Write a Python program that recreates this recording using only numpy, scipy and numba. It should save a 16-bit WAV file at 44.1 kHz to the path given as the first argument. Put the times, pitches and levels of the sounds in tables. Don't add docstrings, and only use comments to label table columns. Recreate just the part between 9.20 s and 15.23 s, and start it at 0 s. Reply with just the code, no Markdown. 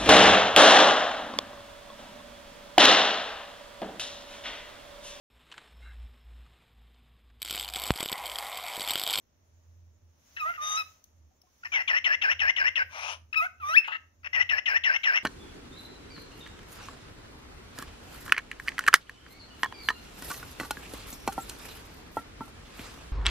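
import sys
import numpy as np
from scipy import signal
from scipy.fft import rfft, irfft
from scipy.io import wavfile
from scipy.ndimage import uniform_filter1d
from numba import njit

SR = 44100
rng = np.random.default_rng(int(sys.argv[2]) if len(sys.argv) > 2 else 0)


def voltage_ratio(level):
    return 10 ** (np.asarray(level, float) / 20)


def log_audio(samples):
    frames = np.atleast_2d(samples).T
    limited = np.clip(frames, -1, 1)
    pcm = np.round(limited * 32767).astype(np.int16)
    wavfile.write(sys.argv[1], SR, pcm)


N = 265923
T = np.arange(N) / SR
BIN_HZ = np.arange(N // 2 + 1) * SR / N


def unit(x):
    return x / np.sqrt(np.mean(x ** 2))


def shape(table, hz):
    f, v = np.transpose(table)
    return np.interp(np.log(np.maximum(hz, 1)), np.log(f), v)


def colour(x, table):
    return irfft(rfft(x) * voltage_ratio(shape(table, BIN_HZ)), N)


def over_time(table):
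    return np.interp(T, *np.transpose(table))


def gate(t0, t1, edge=0.006, attack=None):
    return np.clip(np.minimum((T - t0) / (attack or edge), (t1 - T) / edge), 0, 1)


def play(notes):
    s, *columns = np.concatenate(notes).T
    gates = [gate(n[0][0] - 0.002, n[-1][0] + 0.0034, attack=0.004) for n in notes]
    return [np.interp(T, s, c) for c in columns], np.max(gates, axis=0)


def walk(rate):
    k = int(SR / rate)
    held = np.repeat(rng.standard_normal(N // k + 1), k)
    return unit(uniform_filter1d(uniform_filter1d(held, k), k)[:N])


@njit
def svf(x, hz, width):
    y, b, l = np.empty(len(x)), 0., 0.
    for i in range(len(x)):
        g, k = np.tan(np.pi * hz[i] / SR), width / hz[i]
        v = (b + g * (x[i] - l)) / (1 + g * (g + k))
        b, l, y[i] = 2 * v - b, l + 2 * g * v, k * v
    return y


def resonate(x, hz1, width1, hz2, width2):
    return unit(svf(svf(x, hz1 + 0 * T, width1), hz2 + 0 * T, width2))


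# start_s [s], level_db [dB]
HUM_LEVEL = [(0.0, -72), (0.64, -55), (1.09, -68), (1.54, -62), (1.83, -72), (1.98, -55.5), (2.25, -78.5),
             (2.6, -63.5), (2.8, -70), (3.27, -49), (3.32, -62.5), (4.25, -58), (4.35, -74), (4.4, -55.5),
             (4.55, -59), (4.6, -78.5), (5.14, -56.5), (6.03, -72.5)]


def hum():
    lag_s = 0.00062
    noise = rng.standard_normal(N)
    tone = resonate(noise, 84 * (1 + 0.032 * walk(4.7)), 6.1, 84, 24.0)
    left, right = tone * voltage_ratio(over_time(HUM_LEVEL) + np.array([[-1.2], [1.2]]))
    return np.array([left, np.roll(right, int(lag_s * SR))])


# pitch_hz [Hz], level_db [dB per Hz]
AIR_COLOUR = [(240, -42.5), (400, -13), (446, -12.5), (597, -4), (730, -11.5), (891, -10.5), (1370, -15),
              (1510, -15.5), (4850, -23), (5750, -14), (7030, -12), (8580, -28.5), (11900, -22.5),
              (15900, -21.5)]
# pitch_hz [Hz], level_db [dB per Hz]
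RUMBLE_COLOUR = [(15, -7.5), (30, -10), (60, 2.5), (120, -7.5), (250, -6.5), (450, -15), (700, -43)]
# centre_s [s], half_length_s [s], lift_db [dB]
RUSTLES = [
    (1.085, .09, 6),
    (1.285, 0.22, 12.5),
    (1.669, 0.15, 14),
    (2.5, 0.25, 13.5),
    (4.234, 0.055, 17),
    (5.838, 0.12, 9),
]


def room_air(bird):
    air_db, rumble_db, lift_s, lift_ref_db = -72, -72.5, 0.11, -46.5
    k = int(lift_s * SR)
    loudness = uniform_filter1d(uniform_filter1d(np.abs(bird), k), k // 2)
    lift = 1 + loudness / voltage_ratio(lift_ref_db)
    noise, sign = rng.standard_normal((4, N)), np.array([[1], [-1]])
    rumble = unit(colour(noise[0], RUMBLE_COLOUR) + 0.45 * sign * colour(noise[1], RUMBLE_COLOUR))
    rumble = rumble * voltage_ratio(rumble_db + 0.12 * (over_time(HUM_LEVEL) + 65)) * lift ** 0.19
    hush = unit(colour(noise[2], AIR_COLOUR) + sign * colour(noise[3], AIR_COLOUR))
    high = signal.butter(N=1, Wn=2800, btype="high", fs=SR, output="sos")
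    rustle_db = sum(db * np.exp(-((T - s) / half) ** 2) for s, half, db in RUSTLES)
    rustle = signal.sosfilt(high, hush) * (voltage_ratio(rustle_db) - 1)
    return rumble + (hush + rustle) * voltage_ratio(air_db + 1.3 * walk(4.3)) * lift ** 0.24


# pitch_hz [Hz], level_db [dB per Hz]
RATTLE_COLOUR = [(150, -84), (250, -46.5), (616, -18), (1230, -6.5), (1370, -3.5), (1690, 2), (2110, 1),
                 (2740, -4.5), (3620, -27), (5480, -21.5), (7490, -47.5), (8610, -51), (15800, -32)]
# pitch_hz [Hz], level_db [dB per Hz]
SIZZLE_COLOUR = [(5000, -31.5), (8000, -16.5), (11000, -4), (13000, 2), (15500, -6)]


def rasp(notes, low_ratio, sputter_db, steady, sizzle_db):
    (hz, db, beak_db, third_db, low_db), on = play(notes)
    cycle = np.floor(np.cumsum(hz / 3 * np.exp(0.4 * walk(500))) / SR)
    slaps = np.diff(cycle, prepend=0) * voltage_ratio(1.7 * rng.standard_normal(N))
    drive = unit(slaps) + 0.61 * rng.standard_normal(N)
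    phase = 2 * np.pi * np.cumsum(hz * (1 + 0.02 * walk(160))) / SR
    swing = np.sin(phase) + voltage_ratio(third_db - 23.5) * np.sin(3 * phase)
    tone = steady * voltage_ratio(3.98 * walk(110)) * swing + resonate(drive, hz, 89.0, hz, 180.0)
    beak = resonate(drive, np.minimum(1.4 * hz, 3050), 520.0, np.minimum(1.3 * hz, 2900), 660.0)
    beak = beak + 0.55 * resonate(drive, 2720, 260.0, 2720, 500.0)
    third = resonate(drive, 2900 + 1.303 * hz, 300.0, 5400, 1600.0)
    third = third + 0.31 * resonate(drive, 2.26 * hz, 1600.0, 4300, 2000.0)
    low = resonate(drive, low_ratio * hz, 490.0, 750, 650.0)
    voice = voltage_ratio(3.0) * tone + voltage_ratio(beak_db + 2) * beak + voltage_ratio(third_db - 1.0) * third + voltage_ratio(low_db - 8) * low
    voice = voice + voltage_ratio(2.5) * unit(colour(drive, RATTLE_COLOUR))
    voice = voice + voltage_ratio(low_db + sizzle_db) * unit(colour(drive, SIZZLE_COLOUR))
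    return on * voltage_ratio(db + sputter_db * walk(330)) * voice


def short_rasp(row, third_db, low_db, peak_share, start_db, end_db):
    s, length, hz, db, beak_db = row
    swell = ((0, start_db), (peak_share, 0), (1, end_db))
    return [(s + share * length, hz, db + d, beak_db, third_db, low_db) for share, d in swell]


# start_s [s], length_s [s], pitch_hz [Hz], level_db [dB], beak_db [dB]
LEADS = [
    (1.165, .034, 1336, -48, 8.5),
    (1.29, .085, 1479, -52.5, 1),
    (2.431, 0.012, 1447, -56, -19),
    (2.448, 0.027, 1856, -41, -14.5),
    (4.133, 0.022, 1345, -44.5, 7),
    (5.032, .01, 1334, -54.5, -24),
    (5.044, .033, 1866, -39.5, -5.5),
]


def leads():
    return rasp([short_rasp(r, -16, -21, 0.81, -5, -9.5) for r in LEADS], 0.98, 3.5, 0.3, -20)


# start_s [s], pitch_hz [Hz], level_db [dB], beak opening [0-1], squeeze [0-1]
FIRST_CALL = [
    [(1.166, 1322, -59, 1.04, 1.04), (1.18, 1324, -62.5, 1.07, 0.8)],
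    [(1.197, 1330, -52, 0.95, 0.94), (1.211, 1271, -38, 0.81, 0.55), (1.239, 1203, -36, 0.06, 0.2),
     (1.305, 1407, -34, 0, -.3), (1.33, 1363, -47, .1, -.2)],
    [(1.378, 1276, -45, .3, 0.1), (1.396, 1190, -42.5, .05, 0.04), (1.43, 1230, -40, .3, 0.83),
     (1.528, 1231, -40, .1, 0.92), (1.562, 1259, -36.5, 0.17, .75), (1.578, 1304, -35, 0.64, 0.89),
     (1.611, 1287, -38, .75, 0.77), (1.625, 1239, -42, 0.46, 0.77)],
]
SECOND_CALL = [
    [(4.13, 1292, -48, 1.13, 0.87), (4.143, 1302, -57, 0.79, 0.71)],
    [(4.157, 1255, -45.5, 0.96, 0.4), (4.177, 1297, -35.5, 0.97, 0.7), (4.207, 1250, -30.5, 0.58, .25),
     (4.261, 1521, -41.5, 0.046, -.2), (4.27, 1491, -31, 0.09, -.2)],
    [(4.4, 1366, -57, .5, .3), (4.436, 1161, -39, 0.46, .2), (4.466, 1176, -39.5, 0.24, .5),
     (4.532, 1333, -32, .5, 0.48), (4.563, 1874, -25.5, 0.25, 0.2), (4.567, 2496, -24.5, .07, .01),
     (4.574, 2566, -18, .01, .01), (4.584, 2672, -22.5, 0.27, .01), (4.64, 2556, -68.5, .1, 0.33)],
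]
# start_s [s], end_s [s], cycles in the pattern, low_db below 2.4 kHz [dB], high_db above [dB]
BREAKS = [
    (1.247, 1.316, 2, -39, -64),
    (1.402, 1.457, 2, -50, -45.5),
    (1.45, 1.581, 3, -57, -42.5),
    (4.213, 4.264, 2, -36, -60.5),
    (4.444, 4.494, 3, -56.5, -58.5),
    (4.482, 4.54, 2, -41, -45),
]
# pitch_hz [Hz], level_db [dB]
THROAT = [(400, -26.5), (700, -6.5), (1200, -2), (2000, 1.5), (3100, -10), (4300, -23), (6000, -27.5),
          (7500, -23.5), (9500, -18.5), (12000, -20.5), (15000, -39.5)]


def whistles():
    (hz, level_db, beak, squeeze), on = play(FIRST_CALL + SECOND_CALL)
    second_db = level_db - 34.5 + 45 * beak
    third_db = level_db - 46 + 44 * squeeze
    upper_db = level_db - 30.5 + 39.5 * squeeze
    shut_hz, open_hz = 6390, 5000
    peak_hz = shut_hz + (open_hz - shut_hz) * np.clip(beak, 0, 1)
    phase = 2 * np.pi * np.cumsum(hz * (1 + 0.0045 * walk(170))) / SR

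    def throat(f):
        return voltage_ratio(shape(THROAT, f)) + 0.55 / (1 + ((f - peak_hz) / 450) ** 2) ** 1.5

    out = sum(voltage_ratio(d + 6.5) * np.sin(k * phase) for k, d in enumerate((level_db, second_db, third_db), 1))
    upper = 0
    for k in range(4, 12):
        upper = upper + voltage_ratio(upper_db) * throat(k * hz) * (k * hz < 15700) * np.sin(k * phase)
    out = out + voltage_ratio(2.5 * walk(400)) * upper
    haze = voltage_ratio(0.34 * (level_db + 37.5) - 53)
    for cycles in (2, 3):
        breaks = [b for b in BREAKS if round(b[2]) == cycles]
        low = sum(gate(b[0], b[1], 0.012) * voltage_ratio(b[3]) for b in breaks)
        high = sum(gate(b[0], b[1], 0.012) * voltage_ratio(b[4]) for b in breaks)
        haze = haze + voltage_ratio(-11) * low
        for k in np.arange(1, 9 * cycles) / cycles:
            if k % 1:
                peak = 0.51 + 1 / (1 + ((k * hz - peak_hz + 250) / 350) ** 2)
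                level = np.where(k * hz < 2400, low, high * peak)
                out = out + level * throat(k * hz) * np.sin(k * phase)
    breath = (haze + voltage_ratio(upper_db - 12)) * unit(colour(rng.standard_normal(N), THROAT))
    sizzle = unit(colour(rng.standard_normal(N), SIZZLE_COLOUR))
    sizzle = voltage_ratio(level_db - 27 + 16 * beak + 3 * walk(120)) * sizzle
    return np.sqrt(2) * on * voltage_ratio(1.1 * walk(90)) * out + on * (breath + sizzle)


# start_s [s], level_db [dB], pitch_hz [Hz]
TICKS = [
    (1.8406, -48, 6150),
    (2.11, -67.5, 758),
    (2.235, -65.5, 734),
    (2.271, -66.5, 1064),
    (2.2165, -54.5, 5480),
    (4.383, -67.5, 2679),
    (4.6504, -53.5, 2700),
    (4.6742, -42.5, 2610),
]


def ticks():
    out, t = np.zeros(N), np.arange(1500) / SR
    for s, db, hz in TICKS:
        i = int(s * SR)
        snap = hz / 6000 * np.diff(rng.standard_normal(1500), prepend=0) * np.exp(-t / 0.004)
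        ring = 1.2 * np.sin(2 * np.pi * hz * t) * np.exp(-t * hz / 18)
        out[i:i + 1500] += voltage_ratio(db) * (snap + ring)
    return out


# start_s [s], pitch_hz [Hz]
CHIRP_TOP = [(2.5, 2401), (2.7, 2485), (2.9, 2259), (3.6, 2200), (5.1, 2062), (5.9, 2282)]


def chirp(start, lowest, end, low_hz, db, fall_bend, beak_onset_db):
    rise_s, rise_bend, rise_to_hz = 0.05, 1.4, 2140
    onset_db, onset_share, dip_s, release_s = -11, 0.4, 0.016, 0.011
    s = np.linspace(start, end, 14)
    before = np.clip((lowest - s) / (lowest - start), 0, 1)
    fall = before ** fall_bend
    rise = np.clip((s - lowest) / rise_s, 0, 1) ** rise_bend
    top_hz = np.interp(start, *np.transpose(CHIRP_TOP))
    hz = low_hz + (top_hz - low_hz) * fall + (rise_to_hz - low_hz) * rise
    onset = np.clip((before - 1) / onset_share + 1, 0, 1)
    dip = np.exp(-((s - lowest) / dip_s) ** 2)
    release = np.clip(1 - (end - s) / release_s, 0, 1)
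    level_db = db + onset_db * onset - 2.5 * dip - 10.5 * release - rise
    beak_db = -1.5 - 16 * (1 - fall - rise) ** 2 + (beak_onset_db - onset_db) * onset - 2.5 * rise
    third_db, low_db = -12 - 14.5 * dip, -20 + 10.5 * dip
    return np.transpose([s, hz, level_db, beak_db, third_db, low_db])


# start_s [s], lowest_s [s], end_s [s], lowest pitch_hz [Hz], level_db [dB]
OPENERS = [
    (2.52, 2.594, 2.625, 1880, -33),
    (5.13, 5.181, 5.235, 1880, -33),
]
CHIRPS = [
    (2.677, 2.733, 2.79, 1690, -30),
    (2.843, 2.904, 2.955, 1658, -30.5),
    (3.016, 3.074, 3.135, 1526, -30.5),
    (3.194, 3.255, 3.313, 1585, -31.5),
    (3.363, 3.435, 3.495, 1544, -31.5),
    (3.556, 3.619, 3.635, 1495, -32.5),
    (5.292, 5.354, 5.4, 1650, -33.5),
    (5.458, 5.532, 5.582, 1564, -32),
    (5.638, 5.713, 5.775, 1528, -32),
    (5.834, 5.919, 5.99, 1512, -30.5),
]


def chirp_runs():
    runs = [chirp(*c, 1.5, 0.34) for c in CHIRPS] + [chirp(*c, 0.8, -17) for c in OPENERS]
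    return rasp(sorted(runs, key=lambda n: n[0][0]), 0.33, 1.3, 1.94, -19)


# start_s [s], pitch_hz [Hz], level_db [dB]
WHEEZE = [(3.51, 12550, -76.5), (3.56, 14020, -66), (3.62, 13880, -58), (3.675, 13900, -61),
          (3.73, 13550, -60), (3.78, 12670, -76.5)]
# start_s [s], level_db [dB], beak pitch_hz [Hz]
HISS = [(3.69, -69, 2470), (3.736, -48.5, 2350), (3.76, -45, 2150), (3.892, -39.5, 2660),
        (3.936, -41.5, 3160), (3.99, -71.5, 3000)]
# pitch_hz [Hz], level_db [dB per Hz]
HISS_COLOUR = [(150, -58.5), (250, -49), (379, -28.5), (649, -4), (1280, 2.5), (1840, -8.5), (2650, -5.5),
               (4530, -19.5), (5880, -8.5), (8320, -28), (10600, -24.5), (14500, -50.5), (15800, -59)]


def hiss():
    (wheeze_hz, wheeze_db), wheezing = play([WHEEZE])
    wheeze = wheezing * voltage_ratio(wheeze_db) * np.sin(2 * np.pi * np.cumsum(wheeze_hz) / SR)
    (db, hz), on = play([HISS])
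    breath = unit(colour(rng.standard_normal(N), HISS_COLOUR))
    band = signal.butter(N=6, Wn=[8600, 11500], btype="band", fs=SR, output="sos")
    treble = unit(signal.sosfilt(band, breath))
    top = resonate(breath, 14000, 1500.0, 14000, 1500.0)
    beak = unit(svf(breath, hz, 300.0))
    mix = breath + voltage_ratio(-6) * beak + voltage_ratio(-16) * treble + voltage_ratio(-25.5) * top
    return wheeze + on * voltage_ratio(db + 2.0 + 0.94 * walk(58)) * mix


# start_s [s], length_s [s], pitch_hz [Hz], level_db [dB], beak_db [dB]
GROWLS = [
    (4.642, .036, 1580, -48, 7.1),
    (4.674, .045, 948, -46, 10.6),
    (4.715, 0.055, 1325, -41.5, 5.7),
]


def growls():
    return rasp([short_rasp(r, -26, -5, 0.33, -2, -6) for r in GROWLS], 0.9, 1.6, 0.4, -40)


# start_s [s], left minus right level_db [dB]
PAN = [(1.1, 2.5), (1.77, 4.5), (1.94, -1), (2.16, 3.5), (3.74, 6), (3.89, 9.5), (4.37, 3), (4.44, 4.5),
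       (4.75, 7.5), (4.79, 7.5), (5.67, 6.5), (6.03, 3)]
# pitch_hz [Hz], left minus right level_db [dB]
SHADOW = [(60, -0.5), (110, -5.5), (200, -7), (380, 4.5), (700, 4.5), (1290, -2), (2380, 8), (4400, 11),
          (8120, 8.5), (15000, -2.5)]


def ports(bird):
    lag_s = 0.00025
    half_db, spec = shape(SHADOW, BIN_HZ) / 2, rfft(bird)
    pan_db = over_time(PAN) - 4.5
    delay = np.exp(-2j * np.pi * BIN_HZ * lag_s)
    left = irfft(spec * voltage_ratio(half_db), N) * voltage_ratio(pan_db / 2)
    right = irfft(spec * voltage_ratio(-half_db) * delay, N) * voltage_ratio(-pan_db / 2)
    return np.array([left, right])


# pitch_hz [Hz], t60_s [s], level_db [dB]
ROOM = [(294, .3, -15), (1187, 0.41, -29), (2900, 0.27, -24), (5440, 0.27, -20.5), (11100, 0.33, -24.5)]


def room(bird):
    t, tail = T[:SR], 0
    for hz, t60, db in ROOM:
        sos = signal.butter(2, [hz / 1.56, hz * 1.97], "band", fs=SR, output="sos")
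        fade = np.exp(-np.log(1000) * t / t60) * np.clip(t / 0.0025, 0, 1)
        noise = signal.sosfilt(sos, rng.standard_normal((2, SR)))
        tail = tail + voltage_ratio(db) * noise * fade / np.sqrt(np.sum(fade ** 2))
    return signal.fftconvolve(bird[None], tail * voltage_ratio(10), axes=1)[:, :N]


def scene():
    bird = leads() + whistles() + ticks() + chirp_runs() + hiss() + growls()
    return ports(bird) + room(bird) + hum() + room_air(bird)


def roll_off(x):
    return signal.sosfilt(signal.butter(12, 16270, fs=SR, output="sos"), x)


# pitch_hz [Hz], level_db [dB]
MICROPHONE = [(6300, -0.5), (7000, -8), (7700, -17), (8600, -8), (10500, -5.5), (11300, -9.5), (12500, -6),
              (15700, -6), (15900, -57.5)]


def record(dry):
    spec = rfft([colour(x, MICROPHONE) for x in dry])
    edges = np.arange(6500, 16500, 900)
    out = irfft(spec * (BIN_HZ < edges[0]), N)
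    for lo, hi in zip(edges, edges[1:]):
        band = irfft(spec * (BIN_HZ >= lo) * (BIN_HZ < hi), N)
        out = out + band * voltage_ratio(3.6 * np.array([walk(45), walk(45)]))
    return roll_off(out)


dry = scene()
out = record(dry)
log_audio(out)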